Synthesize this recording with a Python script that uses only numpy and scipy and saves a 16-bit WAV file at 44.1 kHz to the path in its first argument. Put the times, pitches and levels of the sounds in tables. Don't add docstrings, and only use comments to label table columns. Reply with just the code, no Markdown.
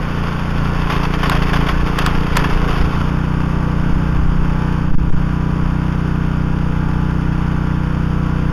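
import sys
import numpy as np
from scipy import signal
from scipy.fft import rfft, irfft, next_fast_len
from scipy.io import wavfile
from scipy.ndimage import uniform_filter1d

SR = 44100
rng = np.random.default_rng(int(sys.argv[2]) if len(sys.argv) > 2 else 0)


def wrap_up_sound(samples):
    columns = np.atleast_2d(samples).T
    tamed = np.clip(columns, -1, 1)
    steps = np.round(tamed * 32767).astype(np.int16)
    wavfile.write(sys.argv[1], SR, steps)


N = 375732
T = np.arange(N) / SR

# harmonic (multiple of the firing rate), level_db
FREE_TONES = [(1, -5), (2, -2), (3, -8), (4, -6), (5, 0), (6, -4), (7, -16), (8, -15), (9, -12), (10, -12),
              (11, -24), (12, -23), (13, -21), (14, -24), (15, -30), (16, -19), (17, -30), (18, -29),
              (19, -31), (20, -36), (21, -34), (22, -33), (23, -32), (24, -32), (25, -33), (26, -30),
              (27, -33), (28, -23), (29, -31), (30, -30), (31, -27), (32, -27), (33, -24), (34, -31),
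              (35, -30), (36, -26), (37, -31), (38, -29), (39, -28), (40, -26), (41, -31), (42, -33),
              (43, -27), (44, -29), (45, -25), (46, -24), (47, -33), (48, -32), (49, -28), (50, -30),
              (51, -32), (52, -31)]
# pitch_hz, width_hz, gain_db
TREBLE_COLOUR = [(1058,104,3.5),(1743,13,4.5),(2625,47,3.5),(4010,263,-12),(4840,45,4),(5210,52,2.5),(5960,290,-5.5),(6800,160,2.5),(7950,1050,-15.5),(9270,280,6),(10880,180,5),(12030,300,-8)]


def undb(db):
    return 10 ** (np.asarray(db) / 20)


def unit(x):
    return x / np.sqrt(np.mean(x ** 2))


def curve(rows):
    return np.interp(T, *np.transpose(rows))


def wander(rate_hz):
    hold = max(int(SR / rate_hz), 2)
    steps = np.repeat(rng.standard_normal(N // hold + 2), hold)
    return 1.46 * uniform_filter1d(steps, hold)[rng.integers(hold):][:N]


def colour(x, outline, peaks=()):
    size = 2 * next_fast_len(N // 2 + SR // 4)
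    freqs = np.arange(size // 2 + 1) * SR / size
    hz, db = np.transpose(outline)
    db = np.interp(np.log(freqs + 1), np.log(hz), db)
    for pitch_hz, width_hz, gain_db in peaks:
        db = db + gain_db * np.exp(-((freqs - pitch_hz) / width_hz) ** 2)
    cepstrum = irfft(np.log(undb(db)))
    cepstrum[1:size // 2] *= 2
    cepstrum[size // 2 + 1:] = 0
    return irfft(rfft(x, size) * np.exp(rfft(cepstrum)))[:N]


def bursts(hits, decay_s, rise_s):
    envelope = np.zeros(N)
    age = T[:SR // 4]
    for start_s, level_db in hits:
        shape = undb(level_db) * (1 - np.exp(-age / rise_s)) * np.exp(-age / decay_s)
        start = int(start_s * SR)
        envelope[start:start + len(shape)] += shape[:N - start]
    return envelope * rng.standard_normal(N)


def wind(breeze_db=-26.5, eddy_db=-3.0, gust_width_s=0.12, shove_width_s=0.014):
    # peak_s, level_db
    gusts = [(.83, -23.5), (1.45, -23), (1.78, -17), (2.2, -19.5), (2.48, -17), (2.87, -14.5),
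             (3.95, -15.5), (4.22, -14.5), (4.42, -17.5), (4.95, -17), (5.15, -17.5), (5.58, -21),
             (6.78, -21.5)]
    # pitch_hz, gain_db
    rumble_tone = [(3,-3),(10,0),(24,0),(40,-8),(70,-16),(120,-25),(300,-44),(1000,-78),(4000,-120)]
    # pitch_hz, gain_db
    eddy_tone = [(20,-15),(45,3),(70,-1),(120,-8.5),(300,-36),(1000,-79),(4000,-120)]
    # peak_s, pressure (1 is full scale)
    shoves = [(4.918, 0.8), (4.967, 1.1), (5.113, -1.15), (5.157, 0.44)]
    gust_power = sum((undb(db) * np.exp(-((T - s) / gust_width_s) ** 2 / 2)) ** 2 for s, db in gusts)
    strength = np.sqrt(undb(breeze_db) ** 2 + gust_power)
    rumble = unit(colour(rng.standard_normal(N), rumble_tone)) * strength
    eddies = unit(colour(rng.standard_normal(N), eddy_tone)) * strength ** 2 / strength.max()
    thumps = sum(pressure * np.exp(-((T - s) / shove_width_s) ** 2) for s, pressure in shoves)
    return rumble + undb(eddy_db) * eddies + thumps


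def sharp_clicks():
    # start_s, level_db
    clicks = [(1.297,-3.5),(1.989,-3.5),(2.063,-1),(2.368,-4),(2.371,4.5)]
    # pitch_hz, gain_db
    click_tone = [(300,-21),(1000,11),(3500,2.5),(6000,-7),(9000,-9.5),(13000,-13),(16000,-20)]
    return undb(2.5) * colour(bursts(clicks, decay_s=0.0009, rise_s=0.0003), click_tone)


def sag(t, slope_s=0.142):
    # slowest_s, drop_hz
    digs = [(.21, 1.0), (.64, 1.1), (.96, 1.9), (1.34, 2.4), (1.6, 1.7), (2.03, 2.05), (2.41, 2.3),
            (2.73, 1.85)]
    return sum(drop_hz * np.maximum(1 - np.abs(t - s) / slope_s, 0) for s, drop_hz in digs)


def tines_in_soil(throttle, grains_per_s=6000, blade_hz=13.2, drag_db_per_hz=2, lead_s=0.015):
    # pitch_hz, gain_db
    soil_tone = [(200,-6),(420,-5.5),(680,-3.5),(1100,1),(1500,-2.5),(2100,-7),(3200,-9),(3800,-15),(4800,-17.5),(6600,-24),(7800,-36.5),(10500,-32.5),(13500,-33),(14600,-60)]
    # start_s, level_db
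    clods = [(.898,-.5),(.92,-4),(1.03,-2.5),(1.135,-3),(1.2,-11),(1.23,1.5),(1.255,-5.5),(1.294,-3.5),(1.315,-1.5),(1.347,-2.5),(1.419,-1.5),(1.488,-5),(1.53,1),(1.555,-4),(1.664,-6),(1.685,.5),(1.983,.5),(2.014,-4),(2.06,-2),(2.146,-7),(2.353,-3),(2.367,-1.5),(2.39,-6),(2.439,0),(2.495,-6.5),(2.528,-7),(2.806,-5.5)]
    grit = (rng.random(N) < grains_per_s / SR) * rng.standard_normal(N)
    grit *= undb(2.5 * np.minimum(rng.exponential(size=N), 4))
    surge = undb(-0.5 * np.sin(2 * np.pi * blade_hz * T) + 1.9 * wander(70))
    scrape = unit(colour(grit * surge, soil_tone, TREBLE_COLOUR))
    scrape_db = -28.5 + drag_db_per_hz * sag(T + lead_s)
    crunch = colour(bursts(clods, decay_s=0.013, rise_s=0.0029), soil_tone, TREBLE_COLOUR)
    return scrape * np.sqrt(throttle) * undb(scrape_db) + undb(0.4) * crunch


def metal_buzz(cycle, firing_hz, waver_db=2.5, db_per_octave=-0.6):
    buzz = np.zeros(N)
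    harmonics, levels_db = np.transpose(FREE_TONES)
    for k in harmonics[12:]:
        phase = 2 * np.pi * (k * cycle + rng.random()) + 0.16 * wander(9)
        db = np.interp(k * firing_hz / firing_hz[-1], harmonics, levels_db) + db_per_octave * np.log2(k)
        buzz += undb(db + waver_db * wander(4)) * np.cos(phase)
    return unit(buzz)


def metal_clatter(cycle, scatter_db=3.0, decay_gaps=0.9, fan=1.0, repeat=0.61):
    knock_points = [0, .17, .33, .58, .72, .86]
    # pitch_hz, gain_db
    housing_tone = [(100,1.5),(300,7),(420,1),(520,1.5),(680,-5),(1000,-0.5),(1450,0.5),(2000,-9),(3000,-10.5),(3800,-18.5),(4700,-21),(6600,-22.5),(8000,-30.5),(13500,-37),(14100,-67)]
    count = len(knock_points)
    knock = np.floor(cycle + 1) * count + np.interp(cycle % 1, knock_points + [1], np.arange(count + 1))
    sizes = undb(scatter_db * rng.standard_normal(int(knock[-1]) + 1))
    envelope = fan + sizes[knock.astype(int)] * np.exp(-(knock % 1) / decay_gaps)
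    pattern = rng.standard_normal(int(N / cycle[-1]))
    rattle = rng.standard_normal(N) + repeat * pattern[(cycle % 1 * len(pattern)).astype(int)]
    return unit(colour(envelope * rattle, housing_tone, TREBLE_COLOUR))


def beat(cycle, tones, intake_lag, intake_size, ring, ring_hz, sharpness):
    pulses = np.zeros(N)
    average_hz = cycle[-1] / T[-1]
    for k, level_db in tones:
        pitch_ratio = k * average_hz / ring_hz
        silencer = 1 + ring / (1 + 1j * sharpness * (pitch_ratio - 1 / pitch_ratio))
        strokes = 1 - intake_size * np.exp(-2j * np.pi * k * intake_lag)
        pulses += undb(level_db) * np.cos(2 * np.pi * k * cycle + np.angle(strokes * silencer))
    return unit(pulses)


def exhaust_and_intake(cycle, throttle):
    # harmonic, level_db
    light_tones = [(1,-1),(2,-8),(3,-3),(4,-6),(5,0),(6,-4),(7,-9),(8,-13),(9,-15),(10,-12),(11,-21),(12,-25)]
    # harmonic, level_db
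    deep_tones = [(1,1),(2,-3),(3,-8),(4,-11),(5,-1),(6,-3),(7,-6),(8,-20),(9,-18),(10,-8),(11,-21),(12,-21),(13,-19),(14,-15),(15,-20),(16,-20)]
    ringing = dict(intake_lag=0.287, intake_size=1.0, ring=1.7, ring_hz=152, sharpness=11)
    thumping = dict(intake_lag=0.252, intake_size=0.9, ring=6, ring_hz=100, sharpness=1)
    free = undb(-15.5) * beat(cycle, FREE_TONES[:12], **ringing)
    light = undb(-17.5) * beat(cycle, light_tones, **ringing)
    deep = undb(-17) * beat(cycle, deep_tones, **thumping)
    free_share = np.clip(1 - 2 * throttle, 0, 1)
    deep_share = np.clip(2 * throttle - 1, 0, 1)
    blend = free_share * free + (1 - free_share - deep_share) * light + deep_share * deep
    return blend * undb((0.3 + 0.9 * throttle) * wander(30))


def scene():
    # time_s, firing_hz
    held_speed = [(0, 29.62), (2.95, 29.65), (3.15, 30.54), (4.4, 30.54), (5.6, 30.76), (8.52, 30.69)]
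    # time_s, throttle (0 running free, 0.5 light work, 1 digging deep)
    effort = [(0,.5),(.7,.5),(1.0,1),(2.8,1),(3.15,0)]
    # time_s, gain_db
    metal_level = [(0, -.5), (3.0, 0.5), (3.3, -0.9), (4.0, -0.8), (4.3, -2.1), (4.72, 0), (4.93, -5.5),
                   (5.35, -2.5), (8.52, -2.5)]
    throttle, metal_db, sag_hz = curve(effort), curve(metal_level), sag(T)
    firing_hz = curve(held_speed) - sag_hz
    cycle = np.cumsum(firing_hz) / SR - 0.16
    pickup_db = -3.5 * np.maximum(1 - T / 0.6, 0)
    governor_db = 1.1 * sag_hz
    engine = exhaust_and_intake(cycle, throttle) * undb(governor_db + pickup_db)
    engine += metal_buzz(cycle, firing_hz) * undb(-30 - 2 * throttle + metal_db)
    engine += metal_clatter(cycle) * undb(-26.5 - 0.5 * throttle + metal_db)
    return (engine + tines_in_soil(throttle) + sharp_clicks() + wind())[None]


def record(dry, ceiling=0.57, knee=4.5, top_hz=15400):
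    rounded = dry / (1 + np.abs(dry / ceiling) ** knee) ** (1 / knee)
    low_pass = signal.ellip(8, 0.2, 70, top_hz, fs=SR, output="sos")
    return signal.sosfilt(low_pass, rounded)


dry = scene()
out = record(dry)
wrap_up_sound(out)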